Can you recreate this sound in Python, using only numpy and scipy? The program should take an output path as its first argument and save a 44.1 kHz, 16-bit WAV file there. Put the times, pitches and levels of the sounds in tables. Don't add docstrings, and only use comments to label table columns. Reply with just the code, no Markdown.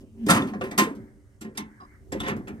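import sys
import numpy as np
from scipy import signal
from scipy.fft import rfft, irfft
from scipy.io import wavfile
from scipy.ndimage import uniform_filter1d, map_coordinates

SR = 44100
rng = np.random.default_rng(int(sys.argv[2]) if len(sys.argv) > 2 else 0)


def materialize(psi):
    bounded = np.clip(np.atleast_2d(psi).T, -1, 1)
    quanta = np.round(bounded * 32767).astype(np.int16)
    wavfile.write(sys.argv[1], SR, quanta)


def nominal_scale(level):
    x = np.asarray(level, float) / 20
    return 10 ** x


N = 114660

# [t/s, rail ring level/dB, bed boom level/dB, panel clang level/dB, chatter/s]
GATE_HITS = [(0.001, -53, -43, -72.5, 0.008), (0.2614, -28.5, -16.5, -40, 0.0078),
             (0.284, -19, -20, -22.5, 0.0052), (0.2897, -23, -32, -19.5, 0.0063),
             (0.2992, -9.5, -27.5, -22, 0.00095), (0.3052, -8, -35, -20, 0.0021),
             (0.3105, -23, -18, -23.5, 0.001), (0.322, -18.5, -31, -30.5, 0.018),
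             (0.334, -26, -32.5, -28.5, 0.0013), (0.346, -22, -36.5, -28.5, 0.0078),
             (0.3602, -24, -26.5, -24, 0.0095), (0.395, -33.5, -27, -37.5, 0.055),
             (0.4193, -56, -30.5, -49.5, 0.0079), (0.4837, -49, -30, -46, 0.0039),
             (0.5337, -66.5, -31.5, -41, 0.0019), (0.609, -41, -29.5, -33, 0.0043),
             (0.633, -36.5, -41, -37.5, 0.029), (0.7103, -34.5, -34, -36.5, 0.0043),
             (0.7765, -13.5, -35, -25, 0.0018), (0.7789, -13, -32.5, -23, 0.007),
             (0.7844, -10, -21, -18.5, 0.011), (0.7982, -21.5, -33, -30.5, 0.03),
             (0.9487, -49, -41.5, -83, 0.012)]
# [t/s, rail ring level/dB, bed boom level/dB, panel clang level/dB, chatter/s]
ROLL_HITS = [(1.4083, -32.5, -44.5, -47, 0.0097), (1.4454, -56, -40, -49, 0.013),
             (1.548, -52.5, -45, -51.5, 0.014), (1.5728, -22, -34, -33.5, 0.0044),
             (1.7992, -72, -48, -61, 0.011), (2.117, -55, -29.5, -47.5, 0.003),
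             (2.12, -29, -28.5, -35.5, 0.0058), (2.1494, -69, -34.5, -46.5, 0.038),
             (2.2012, -30, -33, -36, 0.0015), (2.2308, -40, -32.5, -33.5, 0.031),
             (2.258, -41.5, -43, -30.5, 0.024), (2.2761, -30, -33.5, -29, 0.0096),
             (2.2938, -54, -24.5, -37, 0.0045), (2.362, -47, -32.5, -55, 0.014),
             (2.471, -52, -39.5, -44, 0.0063), (2.4792, -41.5, -35, -45, 0.003)]
# [f/Hz, level/dB, t60/s]
BED_MODES = [(104.6, -10.5, 0.33), (153.4, -7, 0.055), (212.8, 2.5, 0.43), (268.5, -10.5, 0.35),
             (295.5, -4, 0.58), (382.7, 0, 0.27)]
# [f/Hz, level/dB, t60/s]
PANEL_MODES = [(529.7, -4, 0.32), (713.6, 0.5, 0.17), (902, -3, .15), (1043, 3, 0.2), (1172, -5, .17),
               (1350, -8, .15), (1843, 2.5, .15)]
# [f/Hz, level/dB, t60/s]
TAILGATE_MODES = [(3700, -2, .09), (4860, -3, .1), (7500, -5, .08), (8560, 3, .1), (10275, -8, .09),
                  (12900, -2, .06)]
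# [f/Hz, level/dB, t60/s]
SIDE_RAIL_MODES = [(3710, -17.5, .07), (5020, -12, .1), (5100, 6.5, 0.089), (5490, -3, 0.12),
                   (6100, -26, 0.17), (7560, 12, 0.049), (8790, -7, 0.041), (9040, 13, 0.036),
                   (12920, -7, 0.093)]
# [f/Hz, level/dB]
BED_CROWD = [(90, -18), (200, 5), (450, -2.5), (800, -15), (1500, -33.5)]
# [f/Hz, level/dB]
PANEL_CROWD = [(330, -28.5), (500, -7), (900, 2.5), (2200, 3), (4200, -13), (7000, -21), (12000, -59.5)]
# [f/Hz, level/dB]
RAIL_CROWD = [(1500, -13.5), (3000, 1.5), (4500, -3.5), (8500, -1.5), (13000, -7), (15300, -13.5),
              (15900, -61.5)]
# [f/Hz, t60/s]
CROWD_T60 = [(300, 0.31), (1500, 0.21), (4000, 0.097), (16000, 0.062)]
# [t/s, level/dB]
SHAKE = [(0, -38.5), (.07, -73), (.15, -44), (.5, -43), (.75, -32), (1.0, -43.5), (1.2, -59), (1.4, -57.5),
         (1.75, -61.5), (1.95, -55.5), (2.1, -46), (2.6, -42)]
# [t/s, level/dB]
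RUSTLE = [
    (0, -81),
    (.03, -77),
    (.17, -77.5),
    (.25, -62.5),
    (.3, -87.5),
]
# [f/Hz, level/dB]
CLOTH = [(1200, -20.5), (3000, 3), (3600, -11), (12000, -19.5)]
# [t/s, level/dB]
SCUFF = [(0, -94), (.15, -83), (.24, -64), (.9, -63), (1.08, -63.5), (1.17, -76), (1.3, -71.5), (1.4, -78),
         (1.65, -63), (1.95, -60.5), (2.08, -78), (2.6, -61.5)]
# [f/Hz, level/dB]
SAND = [(700, -9.5), (1100, -4.5), (1600, 3), (2150, 1), (2600, -25), (4000, -26.5)]
# [f/Hz, level/dB]
AIR = [(12, -45), (20, -18), (104, 1), (285, -24.5), (718, -30.5), (1190, -30), (2670, -46), (8890, -35.5),
       (16000, -65)]
# [t/s, level/dB]
WIND = [(0, -58), (.2, -47.5), (.5, -49), (1.3, -55.5), (1.9, -67), (2.0, -50.5), (2.1, -46.5), (2.19, -37),
        (2.28, -42.5), (2.6, -50.5)]
# [f/Hz, level/dB]
GUST = [(20, -18.5), (45, -1), (70, 18.5), (110, -1.5), (200, -46.5)]
# [f/Hz, level/dB]
DRONE = [(60, 9.5), (105, 9), (170, -51.5)]
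# [t/s, f/Hz, level/dB]
HUM = [
    (.1, 219.3, -47),
    (.17, 221.6, -50.5),
    (.215, 234, -33.5),
    (.25, 222, -24.5),
    (.275, 195, -34),
    (.3, 198, -25.5),
]
# [t/s, f/Hz, level/dB]
THUDS = [(.285, 548, -17.5), (.286, 671, -21.5), (0.293, 165.4, -16.5), (.303, 1950, -26.5),
         (0.307, 189, -12.5), (0.348, 116, -21.5), (.375, 312.5, -17), (0.389, 264.4, -19),
         (0.426, 243, -36), (0.463, 259, -22.5), (.52, 225, -28.5), (.534, 740, -29.5), (.61, 710, -24.5),
         (.611, 520, -22), (0.611, 1160, -26), (0.633, 530, -32.5), (.713, 710, -36.5),
         (.781, 207.2, -16.5), (0.783, 382, -18), (.818, 331.6, -14), (0.842, 267, -26), (.87, 445, -23),
         (.91, 284, -22.5), (1.0, 107.8, -34), (1.412, 216, -32.5), (1.416, 310, -33.5), (1.449, 216, -26),
         (1.575, 1910, -43), (1.82, 730, -43), (2.122, 516, -27.5), (2.124, 718, -29.5),
         (2.143, 327, -24.5), (2.148, 536, -25), (2.282, 404, -22), (2.303, 216, -29), (2.307, 320, -36),
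         (2.366, 318, -29)]
# [f/Hz, t60/s]
THUD_T60 = [(100, .14), (220, .14), (400, .09), (2000, .06)]
# [t/s, level/dB]
LATCH_HITS = [(.419, -10.5), (1.573, -25), (2.126, -26.5), (2.196, -20), (2.2026, -5.5), (2.215, -15.5),
              (2.235, -21), (2.25, -20), (2.2635, -16), (2.2909, -14), (2.31, -32)]
# [f/Hz, level/dB, t60/s]
LATCH_MODES = [(1911, -8, .04), (2143, -6, .04), (2720, -4, .035), (2940, 1, .04), (3200, -2, .03),
               (3472, -1, .035), (3750, -3, .04)]
# [t/s, level/dB, chatter/s]
TINK = (1.799, -46, .022)
# [f/Hz, level/dB, t60/s]
BRACKET_MODES = [(820, -6, .03), (980, 0, .045), (1080, 0, .04), (1200, -2, .035), (3900, -25, .025),
                 (5000, -24, .03)]
# [t/s, lead/s]
LEAD = [
    (0, 0.00017),
    (1, 0.00025),
    (2.6, 0.00026),
]
# [f/Hz, level/dB]
PORTS = [(500, -0.5), (1500, -0.5), (4000, -1), (6000, -12), (8500, 6), (14000, 5.5)]

SAME_BED, SAME_PANEL, SAME_RAIL = 0.995, 0.72, 0.5
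RAIL_CROWD_DB = 7.5
LUMPY_DB = 1.5


def evened(x):
    return x / np.sqrt(np.mean(x ** 2) + 1e-20)


def read(points, hz):
    f, value = np.transpose(points)
    return np.interp(np.log(hz + 1), np.log(f + 1), value)


def curve(points, axis=1):
    return np.interp(np.arange(N) / SR, np.array(points)[:, 0], np.array(points)[:, axis])


def noise(colour, same, patchy_db):
    hz = np.fft.rfftfreq(1024, 1 / SR)
    a, b, c, d, patch = rng.standard_normal((N // 256 + 5, 513, 5)).T
    patch = uniform_filter1d(patch, size=10, axis=0)
    patch = evened(uniform_filter1d(patch, size=10, axis=1))
    left = a + 1j * b
    right = same * left + np.sqrt(1 - same ** 2) * (c + 1j * d)
    gain = nominal_scale(read(colour, hz)[:, None] + patchy_db * patch)
    sound = signal.istft(np.array([left, right]) * gain, nperseg=1024, noverlap=768)[1]
    return evened(sound[:, :N])


def body(modes, same, crowd=None, dense_db=0, swell_s=1e-4, size=128):
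    hz, db, t60 = np.transpose(modes)
    t = np.arange(SR // 2) / SR
    rings = np.exp((2j * np.pi * hz[:, None] - np.log(1000) / t60[:, None]) * t)
    u, v, w, spot = rng.standard_normal((len(hz), 4, 4)).T
    apart = np.sqrt(1 - same ** 2)
    left = np.exp(2j * u)
    right = same * left + apart * (v + 1j * w) / np.sqrt(2)
    spot_gain = nominal_scale(db + 5 * spot)
    out = ((np.array([left, right]) * spot_gain) @ rings).imag
    out = out / np.sqrt((out ** 2).sum(2).mean())
    if crowd:
        a, b = rng.standard_normal((2, 4, len(t)))
        f, s, z = signal.stft(np.array([a, same * a + apart * b]), SR, nperseg=size)
        fall_db = -60 * s / read(CROWD_T60, f)[:, None]
        late_db = -13 + fall_db / 1.8
        z = z * nominal_scale(read(crowd, f))[:, None] * (nominal_scale(fall_db) + nominal_scale(late_db))
        more = signal.istft(z, SR, nperseg=size)[1][:, :, :len(t)]
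        out = out + nominal_scale(dense_db) * more / np.sqrt((more ** 2).sum(2).mean())
    out = out * (1 - np.exp(-t / swell_s)) ** 2
    return out / np.sqrt((out ** 2).sum(2).mean(0))[:, None]


def chatter(s, length, rise):
    clicks_per_s, spread_db = 3000, 3.5
    t = np.arange(6000) / SR - (s * SR % 1) / SR
    u, e = rng.random((2, 6000))
    sign = np.sign(u * SR % 2 - 1)
    clicks = (u < clicks_per_s / SR) * nominal_scale(-spread_db * np.log(e + 0.00026)) * sign
    clicks[1] = 2
    x = clicks * np.clip(t / rise, 0, 1) * np.exp(-t / max(length, 1e-3))
    return x / np.linalg.norm(x)


def add(mix, s, sound):
    part = mix[int(s * SR):][:len(sound)]
    part += sound[:len(part)]


def ring_out(drive, part):
    return signal.fftconvolve(drive[None], part, axes=2)[:, :, :N].sum(1)


def jolted_cart():
    rails = body(TAILGATE_MODES, SAME_RAIL, RAIL_CROWD, RAIL_CROWD_DB)
    rails[:, 2:] = body(SIDE_RAIL_MODES, SAME_RAIL, RAIL_CROWD, RAIL_CROWD_DB)[:, 2:]
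    bed = body(BED_MODES, SAME_BED, BED_CROWD, 0.17, swell_s=0.0076, size=1024)
    panels = body(PANEL_MODES, SAME_PANEL, PANEL_CROWD, 2.5, swell_s=0.00042, size=256)
    rail_drive, bed_drive, panel_drive = np.zeros((3, 4, N))
    for k, (s, ring_db, boom_db, clang_db, length) in enumerate(GATE_HITS + ROLL_HITS):
        hit = chatter(s, length, 0.00015)
        shove = abs(chatter(s, 0.0012, 0.0001))
        rail_spot = k % 2 + 2 * (k >= len(GATE_HITS))
        add(rail_drive[rail_spot], s, nominal_scale(ring_db + 16) * hit)
        add(bed_drive[k % 4], s, nominal_scale(boom_db + 28) * shove)
        add(panel_drive[k % 4], s, nominal_scale(clang_db + 30.5) * hit)
    bed_drive += nominal_scale(curve(SHAKE) - 11) * rng.standard_normal((4, N))
    return ring_out(rail_drive, rails) + ring_out(bed_drive, bed) + ring_out(panel_drive, panels)


def tarpaulin():
    return nominal_scale(curve(RUSTLE)) * noise(CLOTH, 0.2, 2.3)


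def sand_scuff():
    return nominal_scale(curve(SCUFF)) * noise(SAND, 0.083, 2.8)


def yard_air():
    return nominal_scale(-62) * noise(AIR, 0.82, 0.84)


def wind():
    return nominal_scale(curve(WIND)) * noise(GUST, 0.1, LUMPY_DB)


def far_drone():
    return nominal_scale(-53) * noise(DRONE, SAME_BED, LUMPY_DB)


def bed_hum():
    t = np.arange(N) / SR
    fade_in = np.clip((t - HUM[0][0]) / 0.034, 0, 1)
    fade_out = np.clip((HUM[-1][0] - t) / 0.02, 0, 1)
    tone = np.sin(2 * np.pi * np.cumsum(curve(HUM)) / SR)
    return np.sqrt(2) * fade_in * fade_out * nominal_scale(curve(HUM, axis=2)) * tone


def thuds():
    out, t = np.zeros(N), np.arange(SR // 2) / SR
    rise = 1 - np.exp(-t / 0.003)
    for s, hz, db in THUDS:
        fall = nominal_scale(db - 60 * t / read(THUD_T60, hz))
        add(out, s, fall * rise * np.sin(2 * np.pi * hz * t))
    return out


def latch():
    drive = np.zeros((4, N))
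    for k, (s, db) in enumerate(LATCH_HITS):
        add(drive[k % 4], s, nominal_scale(db) * chatter(s, 0.0054, 0.00046))
    return ring_out(drive, body(LATCH_MODES, SAME_PANEL))


def bracket():
    s, db, length = TINK
    drive = np.zeros(N)
    add(drive, s, nominal_scale(db + 32.5) * chatter(s, length, 0.0071))
    ring = body(BRACKET_MODES, SAME_PANEL, swell_s=0.00045)[:, 0]
    return signal.fftconvolve(drive[None], ring, axes=1)[:, :N]


def scene():
    near = jolted_cart() + tarpaulin() + sand_scuff()
    near = near + bed_hum() + thuds() + latch() + bracket()
    late = np.arange(N) - curve(LEAD) * SR
    right = map_coordinates(near[1], [late], order=3, mode="nearest")
    return np.array([near[0], right]) + yard_air() + wind() + far_drone()


def top_cut(x):
    return signal.sosfilt(signal.butter(12, 16520, fs=SR, output="sos"), x)


def record(dry):
    low_cut_hz, top_hz = 43.2, 15600
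    hz = np.fft.rfftfreq(N, 1 / SR)
    ports = nominal_scale(np.outer([0.5, -0.5], read(PORTS, hz)))
    low_cut = (1j * hz / (low_cut_hz + 1j * hz)) ** 2
    top = 1 / (1 + (hz / top_hz) ** 80)
    mix = irfft(rfft(dry) * ports * low_cut * top, N)
    return top_cut(mix)


dry = scene()
out = record(dry)
materialize(out)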